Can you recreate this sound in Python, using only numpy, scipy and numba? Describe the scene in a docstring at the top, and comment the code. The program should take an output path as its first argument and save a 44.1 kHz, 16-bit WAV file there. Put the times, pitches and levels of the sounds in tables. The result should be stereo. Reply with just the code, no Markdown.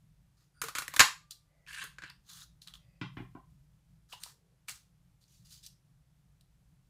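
"""A small furnished room, with low house rumble and microphone hiss, answers a metal craft punch on a desk.
The punch is squeezed through cardstock: fibres crack in steps (noise bursts through the punch's resonances),
then the die snaps through; every blow also shakes spring and desk. The card is slid out of the slot (scraping
micro-slips, knocks), the punch is set down with three bounces (rung desk modes, short knocks with much room),
and card and cut piece are handled (snaps and paper friction)."""
import sys
import numpy as np
from scipy import signal
from scipy.fft import rfft, irfft
from scipy.io import wavfile
from scipy.ndimage import uniform_filter1d
from numba import njit

SR = 44100
rng = np.random.default_rng(int(sys.argv[2]) if len(sys.argv) > 2 else 0)


def int16_out(signal):
    """Quantize to a 16-bit WAV file."""
    q = np.round(np.clip(np.atleast_2d(signal).T, -1, 1) * 32767)
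    wavfile.write(sys.argv[1], SR, q.astype(np.int16))


N = 303849
CUTOFF_HZ = 16000


def from_db(db):
    """Decibels to gain."""
    return 10 ** (np.asarray(db) / 20)


def rms_one(x):
    """Scale to unit rms."""
    return x / np.sqrt(np.mean(x ** 2) + 1e-20)


def at_hz(points, hz):
    """Read a spectrum on a log-frequency axis."""
    point_hz, value = np.array(points).T
    return np.interp(np.log(hz), np.log(point_hz), value)


def shaped(x, spectrum):
    """Steady noise given a colour; rms 1."""
    hz = np.arange(1, x.shape[-1] // 2 + 2) * SR / x.shape[-1]
    return rms_one(irfft(rfft(x) * from_db(at_hz(spectrum, hz)), x.shape[-1]))


def band(x, kind, hz, order=2):
    """Butterworth filter."""
    return signal.sosfilt(signal.butter(order, hz, kind, fs=SR, output="sos"), x)


def resonance(x, hz, width_hz):
    """Two-pole resonance with gain 1 on top."""
    r = np.exp(-np.pi * width_hz / SR)
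    zeros = [(1 - r * r) / 2, 0, (r * r - 1) / 2]
    poles = [1, -2 * r * np.cos(2 * np.pi * hz / SR), r * r]
    return signal.lfilter(zeros, poles, x + 1e-18)


def ring(x, hz, t60_s):
    """A unit click sets a decaying sine of starting height 1 ringing."""
    r, w = from_db(-60 / (t60_s * SR)), 2 * np.pi * hz / SR
    return signal.lfilter([0, np.sin(w)], [1, -2 * r * np.cos(w), r * r], x + 1e-18)


@njit
def glide(x, hz, r, rate):
    """Two-pole resonance whose centre moves."""
    y = np.zeros(len(x))
    for i in range(2, len(x)):
        feedback = 2 * r * np.cos(2 * np.pi * hz[i] / rate) * y[i - 1] - r * r * y[i - 2]
        y[i] = x[i] - x[i - 2] + feedback
    return y


def moving_peak(x, hz, width_hz):
    """Noise coloured by a wandering resonance; rms 1."""
    r = np.exp(-np.pi * width_hz / SR)
    return rms_one(glide(x, np.clip(hz, 500, 12000), r, float(SR)))


def pan(x, left_right_db):
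    """Place a sound by its left-right level difference, at most 6 dB."""
    half_db = np.clip(left_right_db, -6, 6) / 2
    return np.array([x * from_db(half_db), x * from_db(-half_db)])


def add(out, s, x):
    """Mix a short stereo sound in at time s."""
    i = round(s * SR)
    out[:, i:i + x.shape[1]] += x[:, :N - i]


BURST_RISE_MS = 0.25


def burst(decay_ms, size=4410):
    """A short noise burst for cracks, taps and knocks: starts almost at once, has an even spectrum."""
    fade = np.exp(-np.arange(4096) / SR / (np.clip(decay_ms, .2, 15) / 1000))
    fade = fade * (1 - np.exp(-np.arange(1, 4097) / SR / (BURST_RISE_MS / 1000)))
    x = rng.standard_normal(4096) * fade
    for _ in range(3):   # flatten the spectrum, then restore the decay
        spectrum = rfft(x)
        x = irfft(spectrum / (abs(spectrum) + 1e-12))
        x = x / np.sqrt(abs(uniform_filter1d(x ** 2, size=41)) + 1e-20) * fade
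    return np.pad(x, (0, size - len(x)))


def grit(per_s, spread_db):
    """Dense uneven micro-slips of a rubbing surface, coming in clumps; rms 1."""
    sizes = from_db(spread_db * np.minimum(rng.exponential(1, N), 4)) * rng.choice([-1, 1], N)
    clumps = from_db(2.0 * rms_one(band(rng.standard_normal(N), "band", [15, 70])))
    return rms_one(clumps * sizes * (rng.random(N) < per_s / SR))


def patchy(x, depth_db):
    """The contact keeps shifting, so patches of the spectrum swell and sink; rms 1."""
    spectra = signal.stft(x, nperseg=512)[2]
    field = rng.standard_normal(spectra.shape[-2:])
    for _ in range(2):
        field = uniform_filter1d(uniform_filter1d(field, size=7, axis=0), size=5, axis=1)
    patches = spectra * from_db(depth_db * rms_one(field))
    return rms_one(signal.istft(patches, nperseg=512)[1][..., :N])


STROKE_ATTACK_S, STROKE_DEPTH_DB = 0.0079, 30   # attack and release times count over this depth


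def strokes(rows):
    """Strokes set in, run from first to last level and die; the loudest sets level, colour and pitch."""
    t = np.arange(0, N + 32, 32) / SR
    start, end, first_db, last_db, release_s, colour_db, hz = np.array(rows).T[:, :, None]
    run = np.clip((t - start) / np.maximum(end - start, 1e-3), 0, 1)
    attack = np.maximum(start - t, 0) / STROKE_ATTACK_S
    release = np.maximum(t - end, 0) / np.maximum(release_s, 2e-3)
    level_db = first_db + (last_db - first_db) * run - STROKE_DEPTH_DB * (attack + release)
    loudest = level_db.argmax(axis=0)
    curves = level_db.max(axis=0), colour_db[loudest, 0], hz[loudest, 0]
    return [np.interp(np.arange(N) / SR, t, c) for c in curves]


# house rumble over time: (time [s], level [dB])
RUMBLE_LEVELS = [(0.0, -62.5), (0.46, -70.5), (0.79, -64.5), (1.46, -71), (1.84, -64), (3.049, -65),
                 (3.18, -56.5), (3.53, -62), (4.49, -70.5), (5.45, -64.5), (5.87, -67), (6.89, -65)]
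# rumble colour: (frequency [Hz], relative density [dB per Hz])
RUMBLE_COLOUR = [(15, -30), (32, -8), (53, 2.5), (81, -10.5), (139, 1.5), (184, -5), (210, -22.5),
                 (288, -23), (400, -46.5)]
# microphone hiss colour: (frequency [Hz], relative density [dB per Hz])
HISS_COLOUR = [(180, -28.5), (300, -8.5), (405, -13), (689, -13), (2480, -19), (11900, -23.5),
               (13500, -28.5), (15000, -41)]
RUMBLE_WAVER_DB, HISS_DB = 1.5, -78


def background():
    """Rumble mostly alike in both channels, swelling a few times a second; hiss separate in each."""
    s, db = np.transpose(RUMBLE_LEVELS)
    mid, side = shaped(rng.standard_normal((2, N)), RUMBLE_COLOUR)
    waver_db = RUMBLE_WAVER_DB * rms_one(band(rng.standard_normal(N), "band", [1, 4], order=1))
    level_db = np.interp(np.arange(N) / SR, s, db) + waver_db
    rumble = from_db(level_db) * (mid + from_db(-16.5) * side * [[1], [-1]])
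    return rumble + from_db(HISS_DB) * shaped(rng.standard_normal((2, N)), HISS_COLOUR)


# early decay of the room: (frequency [Hz], T60 [s])
ROOM_DECAY = [(125, 0.16), (1000, 0.24), (5000, 0.27), (13000, 0.24)]
ROOM_GAP_S, ROOM_FADE_S = 0.002, 0.57   # the tail is faded out early, as if by a noise gate


def room(x):
    """Diffuse reflections, unrelated left and right, dying band by band."""
    t, edges = np.arange(SR // 2) / SR, 90 * 2 ** np.arange(0, 7.6, .5)
    white = rng.standard_normal((2, 2, len(t)))   # neighbouring bands get unrelated noise
    tail = np.zeros((2, len(t)))
    for k, (lo, hi) in enumerate(zip(edges, edges[1:])):
        decay = from_db(-60 * t / at_hz(ROOM_DECAY, np.sqrt(lo * hi)))
        tail += band(white[k % 2], "band", [lo, hi]) * decay
    tail = tail * np.clip(t / ROOM_GAP_S, 0, 1) ** 2 * np.exp(-(t / ROOM_FADE_S) ** 4)
    tail = tail / np.sqrt(np.sum(tail ** 2, axis=1, keepdims=True))
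    return signal.fftconvolve(x.mean(axis=0)[None], tail, axes=1)[:, :N]


# straight path and desk-top reflections, left then right microphone: (arrival [ms], level [dB])
MIC_PATHS = [
    [(0, 2), (.45, -7.5), (1.3, -14.5)],
    [(0, 4.5), (.3, -14), (1.7, -10.5)],
]


def direct(near):
    """Straight path and desk reflections sum at each microphone."""
    return np.array([sum(from_db(db) * np.roll(x, round(ms * SR / 1000)) for ms, db in paths)
                     for x, paths in zip(near, MIC_PATHS)])


# faint hiss while things are moved or loaded: (start [s], end [s], level [dB], band centres [Hz])
WHISTLE_BANDS = [(0.53, 0.617, -76, [1400, 4750, 9250]), (1.47, 1.67, -87, [2020, 580]),
                 (2.77, 3.0, -89, [2000, 570, 2570, 4800]), (4.24, 4.56, -88, [400])]
WHISTLE_WIDTH_HZ, WHISTLE_SWELL_S = 240, .05


def whistles():
    """Noise twice through narrow resonances, swelling in and ending four times as fast."""
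    out, t = np.zeros(N), np.arange(N) / SR
    noise = rng.standard_normal(N)
    for start, end, db, centres_hz in WHISTLE_BANDS:
        part = slice(int(start * SR), int(end * SR))
        thin = 0
        for hz in centres_hz:
            narrow = resonance(noise[part], hz, WHISTLE_WIDTH_HZ)
            narrow = rms_one(resonance(narrow, hz, WHISTLE_WIDTH_HZ))
            thin = thin + narrow * np.sqrt(min(centres_hz[0] / hz, 1))   # fainter above the first
        edges = np.minimum(t[part] - start, 4 * (end - t[part])) / WHISTLE_SWELL_S
        out[part] += from_db(db) * thin * np.clip(edges, 0, 1)
    return pan(out, -6)


# card rubbing on paper and fingers: (start [s], end [s], start level [dB], end level [dB],
# release [s], share below 2.5 kHz [dB], crinkle pitch [Hz])
RUSTLE_STROKES = [(0.37, 0.43, -78, -75.5, 0.13, -3, 5100), (1.312, 1.33, -45, -60, 0.057, -20, 4070),
                  (2.24, 2.29, -82.5, -59.5, 0.052, -9, 3400), (2.29, 2.44, -53.5, -55, 0.019, -7.5, 3660),
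                  (2.62, 2.625, -53.5, -59.5, 0.097, -27, 4140), (2.672, 2.677, -58, -60, 0.097, 3.5, 3750),
                  (2.738, 2.743, -64, -58.5, 0.07, 0.5, 3350), (4.09, 4.126, -69.5, -56, 0.15, -5, 3240),
                  (4.19, 4.236, -70, -51.5, 0.06, -5.5, 8670),
                  (4.258, 4.308, -55.5, -61.5, 0.069, -3, 7400), (4.68, 4.692, -59, -44, 0.13, -10.5, 2310),
                  (5.21, 5.27, -71.5, -78.5, 0.1, -26.5, 4281), (5.28, 5.35, -72, -67, 0.25, -28, 6265),
                  (5.45, 5.48, -64, -65.5, 0.046, -19.5, 4823), (5.48, 5.532, -68, -53, 0.14, -20, 4920),
                  (5.63, 5.672, -57, -55.5, 0.011, -30.5, 5100)]
# paper friction colour: (frequency [Hz], relative density [dB per Hz])
PAPER_COLOUR = [(900, -45), (1800, -5), (3000, -6.5), (4300, -3), (5700, -3.5), (8000, -6.5),
                (10500, -10.5), (15500, -13.5)]


def rustle():
    """Fine bright paper friction spread over the sheet; each stroke crinkles at its own pitch."""
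    level_db, low_db, hz = strokes(RUSTLE_STROKES)
    slips, crinkles = grit(12000, spread_db=5.5), grit(2300, spread_db=0.5)
    side = band(grit(8400, spread_db=-2.0), "high", 3100, order=4)
    spread = from_db(2.0) * side * [[1], [-1]]
    high = shaped(slips + spread, PAPER_COLOUR) + from_db(-6.0) * moving_peak(crinkles, hz, 740)
    low = rms_one(band(crinkles + slips, "band", [1050, 2600], order=3))
    return from_db(level_db) * patchy(high + from_db(low_db) * low, depth_db=1.0)


# snaps and taps of card: (time [s], peak level [dB], centre [Hz], burst decay, at most 15 [ms],
# broad part against hump [dB], left-right, limited to +-6 [dB])
SNAPS = [(1.3085, -33.5, 6800, 1.57, -6, 0.5), (1.3183, -43, 4020, 3.7, -24.5, -3.5),
         (2.0999, -41.5, 4780, 0.91, -18, 0), (2.6185, -44, 4120, 2.7, -20, -8),
         (2.6741, -39, 3980, 0.9, -16, -9.5), (2.6818, -39, 3380, 2.9, -21, 8),
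         (2.738, -41, 3280, 1.93, -31.5, -12), (2.7539, -45.5, 3210, 1.87, -35, -13),
         (4.124, -35, 2885, 21, -35.5, 6.5), (4.131, -41.5, 985, 4.4, -33.5, 5.5),
         (4.2354, -28, 4710, 1.9, 14.5, 6), (4.262, -43.5, 986, 3.4, -23.5, 1),
         (4.683, -31, 2260, 12.5, -20.5, -19), (4.6934, -29.5, 7700, 2.46, -13.5, 6.5),
         (5.2388, -58, 4384, 2.86, -17.5, 0.5), (5.6397, -49.5, 3694, 3.9, -19, 2),
         (5.663, -35.5, 6290, 5.1, -10.5, 6.5), (6.4091, -54.5, 3930, 3.9, -1, -1.5)]


def card_snaps():
    """A buckling card: a broad bright burst with a hump at its centre."""
    out = np.zeros((2, N))
    for s, db, hz, decay_ms, broad_db, pan_db in SNAPS:
        force = burst(decay_ms)
        hump = resonance(force, hz, 0.13 * hz)
        broad = band(band(force, "low", 11100), "high", 0.43 * hz, order=4)
        snap = hump + from_db(broad_db) * broad
        add(out, s, pan(from_db(db) * snap / abs(snap).max(), pan_db))
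    return out


# desk-top modes: (frequency [Hz], level [dB], T60 [s])
DESK_MODES = [(124.8, -11, 0.94), (143, -6, 0.3), (181.5, -5.5, 0.32), (266, -2, 0.19), (299, 7, 0.068),
              (358.6, 8.5, 0.073)]
# plastic housing knocking on the desk: (frequency [Hz], width [Hz], level [dB])
KNOCK_MODES = [(847, 100, -2), (1041, 84, 7), (1450, 500, -7), (1963, 630, -4.5), (2260, 420, -1),
               (3057, 246, -7)]
# punch landing and bouncing: (time [s], thud peak level [dB], knock above thud [dB],
# knock low-pass [Hz], left-right, limited to +-6 [dB], gain of desk modes below 200 Hz [dB])
LANDINGS = [(3.0126, -34, 1, 4270, -1, 4.5), (3.1692, -39.5, 0, 3010, -8, -3.5),
            (3.201, -36.5, -14, 1450, 4, -4.5), (3.350, -42, -6, 1167, -7.5, -12.5)]


def bounces():
    """A short contact rings the desk top (thuds); the housing adds a short knock."""
    thuds, knocks = np.zeros((2, 2, N))
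    for s, db, knock_db, dull_hz, pan_db, deep_db in LANDINGS:
        force = abs(burst(1.5, size=SR // 2))
        luck_db = rng.normal(0, 2, len(DESK_MODES))
        thud = 0
        for (hz, level_db, t60_s), mode_luck_db in zip(DESK_MODES, luck_db):
            mode_db = level_db + mode_luck_db + deep_db * (hz < 200)
            thud = thud + from_db(mode_db) * ring(force, hz, t60_s)
        thud = band(thud, "band", [112, 430], order=4)
        own = np.array([burst(4.5) for _ in range(2)])   # differs at each microphone
        blow = burst(4.28) + 1.1 * own
        modes = sum(from_db(level_db) * resonance(blow, hz, max(width_hz, 30))
                    for hz, width_hz, level_db in KNOCK_MODES)
        knock = from_db(-17.5) * blow + modes
        knock = band(band(knock, "high", 590, order=4), "low", dull_hz, order=3)
        add(thuds, s, pan(from_db(db) * thud / abs(thud).max(), pan_db))
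        add(knocks, s, from_db(db + knock_db) * knock / abs(knock).max() * pan(1, pan_db)[:, None])
    return thuds, knocks


# die and housing modes: (frequency [Hz], width, at least 30 [Hz], level [dB])
BODY_MODES = [(1040, 170, 1.5), (1540, 20, 0), (1650, 450, -0.5), (1900, 53, -1.5), (2330, 33, -6),
              (2600, 440, -12), (3718.5, 80, -10.5), (4440, 37, -4), (6500, 200, -7.5), (7780, 400, -5.5)]


def body(x, luck_db):
    """The punch's resonances in parallel over a broad floor; it radiates little bass."""
    modes = sum((-1) ** k * from_db(db + luck_db[k]) * resonance(x, hz, max(width_hz, 30))
                for k, (hz, width_hz, db) in enumerate(BODY_MODES))
    floor = from_db(-5.5) * band(x, "low", 6000)
    return band(modes + floor, "high", 830, order=4)


# card dragging inside the punch: (start [s], end [s], start level [dB], end level [dB],
# release [s], treble [dB], scrape pitch [Hz])
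DRAG_STROKES = [(0.63, 0.684, -56, -50, 0.064, -1, 1472), (0.756, 0.78, -48, -44.5, 0.12, 2.5, 1478),
                (0.9, 0.96, -64, -56, .01, -9.5, 1901), (1.675, 1.75, -57.5, -51, .05, -2, 1684),
                (1.75, 1.826, -52.5, -47, 0.12, -3, 1600), (2.022, 2.108, -55.5, -62, 0.054, -19.5, 1578)]
SLOT_HZ, SLOT_DB = 2600, -5.5   # the slot rings under dragged card


def drag():
    """Card edges scrape through the slot and excite the punch body."""
    level_db, treble_db, hz = strokes(DRAG_STROKES)
    slips = grit(3500, spread_db=2.5)
    scraped = rms_one(band(body(slips, np.zeros(len(BODY_MODES))), "low", 5800, order=4))
    slot = from_db(SLOT_DB) * rms_one(resonance(slips, SLOT_HZ, 110))
    low = band(scraped + moving_peak(slips, hz, 170) + slot, "high", 1000)
    high = rms_one(band(np.roll(slips, SR), "band", [3000, 10000]))
    scrape = patchy(low + from_db(treble_db) * high, depth_db=2.0)
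    return pan(from_db(level_db) * scrape, 1.7)


# long beating rings of the return spring: (frequency [Hz], relative level [dB], T60 [s])
SPRING_MODES = [(1186, -57, 0.8), (1207, -59, 0.5)]
# hands and desk taking the blow: (frequency [Hz], relative level [dB], T60 [s])
JOLT_MODES = [(72, -41.5, 0.056), (137, -40.5, 0.032), (249, -40.5, 0.01), (320, -34, 0.03),
              (520, -24.5, 0.013)]
# low hum of the lever arm, then two low thumps of the desk:
# (time [s], frequency [Hz], level [dB], T60 [s])
LOW_RINGS = [(0.637, 449, -45, 0.12), (1.838, 422, -62, 0.086), (2.035, 340, -57, 0.033)]
# cracks, the snap, then knocks as the card is taken out: (time [s], peak level [dB],
# treble above body [dB], burst decay [ms], left-right, limited to +-6 [dB], part struck [Hz])
HITS = [(0.616, -27.5, 3.5, 5.9, -1, 1420), (0.638, -34.5, 0, 9.4, 5, 1210),
        (0.663, -54, 12, 8.3, -2, 1400), (0.684, -31, -4.5, 6.8, 0, 1220),
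        (0.751, -26.5, -6.5, 9.2, 4, 1340), (0.784, -25.5, 1, 5.8, 6, 1400), (0.82, -33, -4, 6.5, 7, 1170),
        (0.88, -29.5, 1.5, 2.4, -2.5, 1890), (0.938, -31, -3, 8.3, 7.5, 1080),
        (0.963, -25.5, 4, 3.5, 22, 3550), (0.966, -25, -13, 2.7, -10, 1670),
        (0.993, -19, -16, 10, -28, 1900), (0.9944, -3.5, -6.5, 7.4, -2, 2650),
        (1.003, -0.5, -15.5, 7.9, 2.5, 1635), (1.664, -53, -14, 5.2, -1, 2520),
        (1.729, -44, 1.5, 9, -1, 2700), (1.839, -37, 1.5, 4.3, 18, 1406),
        (1.984, -38.5, -22, 4.9, 15.5, 1590), (2.02, -42, -19.5, 3.5, 18.5, 1595),
        (2.036, -37.5, -29.5, 5.8, 6.5, 1643)]
SHAKE_LAG_S = .005   # the blow takes this long to pass through
SOFT_RING_DB_PER_DB = 0.5   # the softer a blow, the more only the struck part rings


def punch():
    """Each hit is a burst through the body plus a bright burst; every blow also shakes spring and desk."""
    out, size = np.zeros((2, N)), int(.7 * SR)
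    click = 1. * (np.arange(size) == 0)
    shake = sum(from_db(db) * ring(click, hz, t60_s) for hz, db, t60_s in SPRING_MODES + JOLT_MODES)
    shake = np.roll(band(shake, "high", 50), int(SHAKE_LAG_S * SR))
    for s, db, treble_db, decay_ms, pan_db, hz in HITS:
        force, aside = burst(decay_ms, size=SR // 5), burst(decay_ms, size=SR // 5)
        luck_db = rng.normal(0, 2.5, len(BODY_MODES))
        struck = from_db(1.0 - SOFT_RING_DB_PER_DB * db) * resonance(force, hz, 190)
        # the two faces radiate their treble unlike
        faces = force + from_db(-0.5) * band(aside, "high", 1400) * [[1], [-1]]
        dull_hz = min(15000 * from_db(0.22 * treble_db), CUTOFF_HZ)   # blunt blows are dull
        low = band(body(faces, luck_db) + struck, "low", dull_hz)
        high = band([burst(0.71 * decay_ms), burst(1.9 * decay_ms)], "band", [4500, 14500])
        add(out, s, from_db(db) * low / abs(low).max() * pan(1, pan_db)[:, None])
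        add(out, s, pan(from_db(0.88 * db) * shake, pan_db))
        high_gain = pan(0.94, pan_db + 6.0)[:, None]   # the die faces left
        add(out, s, from_db(db + treble_db) * high / abs(high).max() * high_gain)
    for s, hz, db, t60_s in LOW_RINGS:
        add(out, s, pan(from_db(db) * ring(click, hz, t60_s), 0))
    return out


CARD_LAG_MS, FAR_LAG_MS = 0.22, 0.62   # card sounds and landings all reach the left microphone later
FAR_ROOM_DB = 12   # the punch is set down further off: its knocks drive the room harder
ROOM_DB, ROOM_ALIKE_HZ = -2, 250   # below this both microphones hear the same room


def scene():
    """All handling sounds, their room and the background."""
    card = card_snaps() + rustle()
    thuds, knocks = bounces()
    far = thuds + knocks
    card[0] = np.roll(card[0], round(CARD_LAG_MS * SR / 1000))
    far[0] = np.roll(far[0], round(FAR_LAG_MS * SR / 1000))
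    near = punch() + drag() + whistles() + card
    wet = room(near + thuds + from_db(FAR_ROOM_DB) * knocks)
    side = band((wet[0] - wet[1]) / 2, "high", ROOM_ALIKE_HZ)
    wet = wet.mean(axis=0) + side * [[1], [-1]]
    return direct(near + far) + from_db(ROOM_DB) * wet + background()


def record(dry):
    """The loudest peaks are rounded, the top is cut."""
    rounded = .7 * np.tanh(dry / .7)
    return signal.sosfilt(signal.cheby2(12, 70, CUTOFF_HZ + 600, fs=SR, output="sos"), rounded)


dry = scene()
out = record(dry)
int16_out(out)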